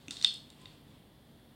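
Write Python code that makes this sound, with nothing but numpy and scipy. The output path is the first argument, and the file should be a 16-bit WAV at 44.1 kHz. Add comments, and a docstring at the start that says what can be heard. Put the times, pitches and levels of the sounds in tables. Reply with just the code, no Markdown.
"""A small room with a low hum, one microphone close to a plastic tray on a mattress.
A plastic spoon touches the tray, scrapes among shells and knocks one with a sharp clack, then taps
and rubs lightly. A brief ring is heard with each contact; the scraping is a dense run of tiny slips.
Surfaces close by mirror the sound before it dies away in the room. Far behind it are soft room
noise and a faint tone that swells once."""
import sys
import numpy as np
from scipy import signal
from scipy.fft import rfft, irfft
from scipy.io import wavfile
from scipy.ndimage import uniform_filter1d

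SR = 44100
rng = np.random.default_rng(int(sys.argv[2]) if len(sys.argv) > 2 else 0)


def pcm_store(signal):
    """Save signal as 16-bit PCM."""
    levels = np.round(np.clip(np.atleast_2d(signal), -1, 1) * 32767)
    wavfile.write(sys.argv[1], SR, levels.astype(np.int16).T)


N = 68355

# the spoon's taps and clacks on tray and shells:
# start_s, level_db, bass_db, treble_db, treble_from_hz, pitch_ratio, ring_ratio
SPOON_KNOCKS = [(0.1088, -19.5, 0.5, 8.5, 3680, .995, 0.68), (0.1686, -23.5, -6, -2.5, 4500, 1.025, 0.92),
                (0.2134, -24, 1, 1.5, 4200, 1.01, 1), (0.2259, -19.5, -4, 4, 3630, 1.13, .85),
                (0.2463, 1, -5.5, -5.5, 4500, .997, 1), (0.2690, -29.5, -32, 11, 6420, 1.03, 0.9),
                (0.3408, -29.5, -6, 21, 6130, 0.92, 0.93), (0.5024, -35.5, -3, 14, 6000, 1.055, 0.77),
                (0.6162, -47.5, 0, 19.5, 5750, 1.005, .7), (0.6569, -28, 4.5, -10, 4000, 1.016, 0.68)]
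# the short, bright ring heard with each knock, before its own ratios apply: pitch_hz, level_db, t60_s
KNOCK_RING = [(1023, -35.5, 0.0045), (1340, -33, 0.0039), (2010, -14.5, .012), (2703, -20, 0.026),
              (3630, -16, .006), (3625, -4.5, 0.012), (4235, -17.5, 0.015), (5050, -19.5, 0.01),
              (6050, -23, .008), (6880, -26, 0.017), (7950, -24, 0.0052), (8610, -26, .008)]
# the tray's tick: pitch_hz, level_db, t60_s
TRAY_MODES = [(2620, 5, 0.019), (3420, -2, 0.0096), (6200, -1, .004), (8062, -9, 0.002284)]
# the tray's hollow thud on the mattress: pitch_hz, level_db, t60_s
THUD_MODES = [(232, -5.5, 0.043), (268.4, 15.5, 0.052), (660, -3.5, 0.019)]
# a small light object gives off little bass and little extreme treble: frequency_hz, gain_db
RADIATION = [(300, -29.5), (750, -19.5), (1050, -13), (2700, -2), (3000, -1.5), (3350, 0.5), (8800, 3.5),
             (9700, -11.5), (15500, -13)]
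# the spoon dragging over shells: time_s, level_db
SCRAPE_LEVELS = [(0.104, -70.5), (0.115, -49), (0.15, -54), (0.19, -54), (0.222, -55.5), (0.241, -41),
                 (0.259, -76)]
# colour of that drag: frequency_hz, gain_db
SCRAPE_COLOUR = [(500, -13.5), (1500, -9), (2900, -9.5), (3650, 2), (4100, 2), (6000, -9.5), (8700, -9),
                 (10300, -22.5), (15500, -31)]
# the spoon rubbing lightly on the tray: time_s, level_db
RUB_LEVELS = [(0.56, -69.5), (0.61, -63), (0.64, -64), (0.70, -65), (0.73, -64.5), (0.82, -76.5),
              (0.93, -70), (1.05, -83)]
# colour of that rub: frequency_hz, gain_db
RUB_COLOUR = [(500, -14), (1030, -2.5), (1400, -11), (2900, -4), (3600, -1.5), (4600, -7.5), (6000, -17),
              (8700, -14), (10300, -31)]
# reflections off surfaces close by: delay_s, gain
NEAR_REFLECTIONS = [(.00138, 0.4), (.00244, 0.33)]
# first distinct echoes off furniture and walls, farther away: delay_s, gain_db
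ROOM_ECHOES = [(.0178, -19), (.0275, -29.5)]
# what the walls send back: frequency_hz, gain_db
WALL_COLOUR = [(250, 2), (1000, 1.5), (2000, -6.5), (2850, 1.5), (3350, 5.5), (3650, -6), (4200, 3.5),
               (5200, 0), (5700, -1.5), (8500, -2), (12000, -1)]
# colour of the room noise: frequency_hz, gain_db
AIR_COLOUR = [(20, -44.5), (34, -31), (45, -6), (65, -9), (117, -5.5), (160, -6.5), (240, -6), (300, -10.5),
              (370, -14), (560, -16.5), (950, -22.5), (1350, -28), (1950, -26.5), (2500, -33), (3500, -23),
              (4500, -56), (6300, -58.5), (8700, -38), (10500, -36.5), (15500, -38.5)]
# lines of the hum, before its swell: pitch_hz, level_db
HUM_LINES = [(99, -72), (144, -64.5), (304, -77.5)]
# the hum swells and sinks: time_s, gain_db
HUM_SWELL = [(0, -5), (0.42, 3.5), (0.54, -8.5), (0.61, 7), (0.72, 3.5), (0.78, 0.5), (0.92, 7.5),
             (1.081, -3), (1.55, 1.5)]
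# the faint background tone at its peak: pitch_hz, level_db
FAINT_PARTIALS = [(305, -63.5), (1030, -63.5)]

KNOCK_GAIN_DB, CRACK_GAIN_DB, CRACK_DECAY_S = -5.5, -23.5, 0.00035
BASS_CORNERS_HZ, TREBLE_SPAN_RATIO = (2100, 3200), 1.6  # where a knock's bass and treble shelves slope
TRAY_TOUCH_S, TICK_GAIN_DB, THUD_GAIN_DB, THUD_RISE_S = 0.0826, -36.5, -42.5, 0.007
ROOM_DB, ROOM_GAP_S, ROOM_BUILD_S = -4.5, 0.002, 0.0052
ROOM_SPLIT_HZ, ROOM_LOW_T60_S, ROOM_HIGH_T60_S = 5500, 0.34, 0.37
AIR_DB, AIR_WAVER_DB, HUM_WAVER_DB, HUM_DRIFT_RATIO = -59, 0.5, 2, 0.017
TONE_PEAK_S, TONE_SPREAD_S, TONE_DRIFT_RATIO = 0.64, 0.049, 0.0059
TOP_HZ = 15900


def spoon_knocks():
    """Close up, each knock is a tiny crack and a short ring with its own pitch, damping and colour."""
    size = 2048
    out = np.zeros(N)
    for start_s, level_db, bass_db, treble_db, treble_from_hz, pitch_ratio, ring_ratio in SPOON_KNOCKS:
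        ringing = ring([(hz * pitch_ratio, db, t60 * ring_ratio) for hz, db, t60 in KNOCK_RING])[:size]
        crack = undb(CRACK_GAIN_DB) * rng.standard_normal(size) * np.exp(-clock()[:size] / CRACK_DECAY_S)
        corners_hz = [*BASS_CORNERS_HZ, treble_from_hz, treble_from_hz * TREBLE_SPAN_RATIO]
        colour = list(zip(corners_hz, (bass_db, 0, 0, treble_db)))
        knock = np.pad(tint(ringing + crack, colour), (0, N - size))
        out += undb(KNOCK_GAIN_DB + level_db) * delay(knock, start_s)
    return tint(out, RADIATION)


def tray_touch():
    """The spoon ticks on the tray, which answers with a soft thud on the mattress."""
    tick = undb(TICK_GAIN_DB) * tint(ring(TRAY_MODES), RADIATION)
    thud = undb(THUD_GAIN_DB) * ring(THUD_MODES) * (1 - np.exp(-clock() / THUD_RISE_S))
    return delay(tick + thud, TRAY_TOUCH_S)


def spoon_friction(levels, colour, slips_per_s=18000, scatter_db=1):
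    """Dense, uneven little slips merge into a rustle that follows the pressure on the spoon."""
    slipping = rng.random(N) < slips_per_s / SR
    strength = undb(scatter_db * rng.standard_normal(N))
    slips = slipping * strength * rng.choice([-1, 1], N)
    return unit(tint(slips, colour)) * envelope(levels)


def room_tail(sound):
    """Wall reflections thicken over the first milliseconds, then lows and highs fade at their own rates."""
    t, tail = clock(), 0
    for side, t60 in (("low", ROOM_LOW_T60_S), ("high", ROOM_HIGH_T60_S)):
        band = signal.butter(2, ROOM_SPLIT_HZ, side, fs=SR, output="sos")
        tail += signal.sosfilt(band, rng.standard_normal(N)) * decay(t, t60)
    tail = delay(tail * (1 - np.exp(-t / ROOM_BUILD_S)), ROOM_GAP_S)
    response = tint(tail / np.linalg.norm(tail), WALL_COLOUR)
    return undb(ROOM_DB) * signal.fftconvolve(sound, response)[:N]


def room_tone():
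    """All around the microphone: soft noise and low hum lines that waver in level and pitch."""
    air = unit(tint(rng.standard_normal(N), AIR_COLOUR))
    hum = sum(undb(db + HUM_WAVER_DB * wander(9)) * drifting_sine(hz, HUM_DRIFT_RATIO, rate_hz=22)
              for hz, db in HUM_LINES)
    return air * undb(AIR_DB + AIR_WAVER_DB * wander(5.6)) + hum * envelope(HUM_SWELL)


def faint_tone():
    """Far back, two soft, slightly unsteady partials fade in and out."""
    swell = np.exp(-((clock() - TONE_PEAK_S) / TONE_SPREAD_S) ** 2)
    tone = sum(undb(db) * drifting_sine(hz, TONE_DRIFT_RATIO, rate_hz=20) for hz, db in FAINT_PARTIALS)
    return swell * tone


def undb(db):
    """Decibels to gain."""
    return 10 ** (np.asarray(db) / 20)


def unit(x):
    """Scale to rms 1."""
    return x / np.sqrt(np.mean(x ** 2) + 1e-20)


def clock():
    """Time of each sample in seconds."""
    return np.arange(N) / SR


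def delay(x, delay_s):
    """The sound, starting delay_s later."""
    return np.concatenate([np.zeros(round(delay_s * SR)), x])[:N]


def decay(t, t60_s):
    """Gain that falls 60 dB in t60_s."""
    return np.exp(-np.log(1000) * t / t60_s)


def envelope(points):
    """Gain that follows time_s, level_db points."""
    return undb(np.interp(clock(), *np.array(points).T))


def wander(rate_hz):
    """Slow random wander with rms 1."""
    hold = int(SR / rate_hz)
    steps = np.repeat(rng.standard_normal(N // hold + 1), hold)
    return unit(uniform_filter1d(uniform_filter1d(steps, hold), hold)[:N])


def drifting_sine(pitch_hz, drift_ratio, rate_hz):
    """A sine whose pitch wanders."""
    return np.sin(2 * np.pi * np.cumsum(pitch_hz * (1 + drift_ratio * wander(rate_hz))) / SR)


def ring(modes):
    """Damped modes struck once."""
    t = clock()[:N // 8]
    out = sum(undb(db) * np.sin(2 * np.pi * hz * t) * decay(t, t60) for hz, db, t60 in modes)
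    return np.pad(out, (0, N - len(t)))


def tint(x, colour):
    """Causal filter through frequency_hz, gain_db points."""
    hz, db = np.array(colour).T
    n = len(x)
    bins_hz = np.maximum(np.arange(n + 1) * SR / (2 * n), 1)
    gain = undb(np.interp(np.log(bins_hz), np.log(hz), db))
    cepstrum = irfft(np.log(gain))
    cepstrum[1:n] *= 2  # fold to minimum phase: nothing rings ahead of a knock
    cepstrum[n + 1:] = 0
    return irfft(rfft(x, 2 * n) * np.exp(rfft(cepstrum)))[:n]


def scene():
    """At the microphone, near to far: the spoon, close reflections, echoes, room tail and background."""
    knocks = spoon_knocks() + tray_touch()
    near = knocks + sum(gain * delay(knocks, delay_s) for delay_s, gain in NEAR_REFLECTIONS)
    near += spoon_friction(SCRAPE_LEVELS, SCRAPE_COLOUR)
    near += spoon_friction(RUB_LEVELS, RUB_COLOUR)
    echoes = sum(undb(db) * delay(near, delay_s) for delay_s, db in ROOM_ECHOES)
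    return (near + echoes + room_tail(near) + room_tone() + faint_tone())[None]


def record(dry):
    """The recorder cuts the top treble steeply."""
    return signal.sosfilt(signal.ellip(8, 0.2, 70, TOP_HZ, fs=SR, output="sos"), dry)


dry = scene()
out = record(dry)
pcm_store(out)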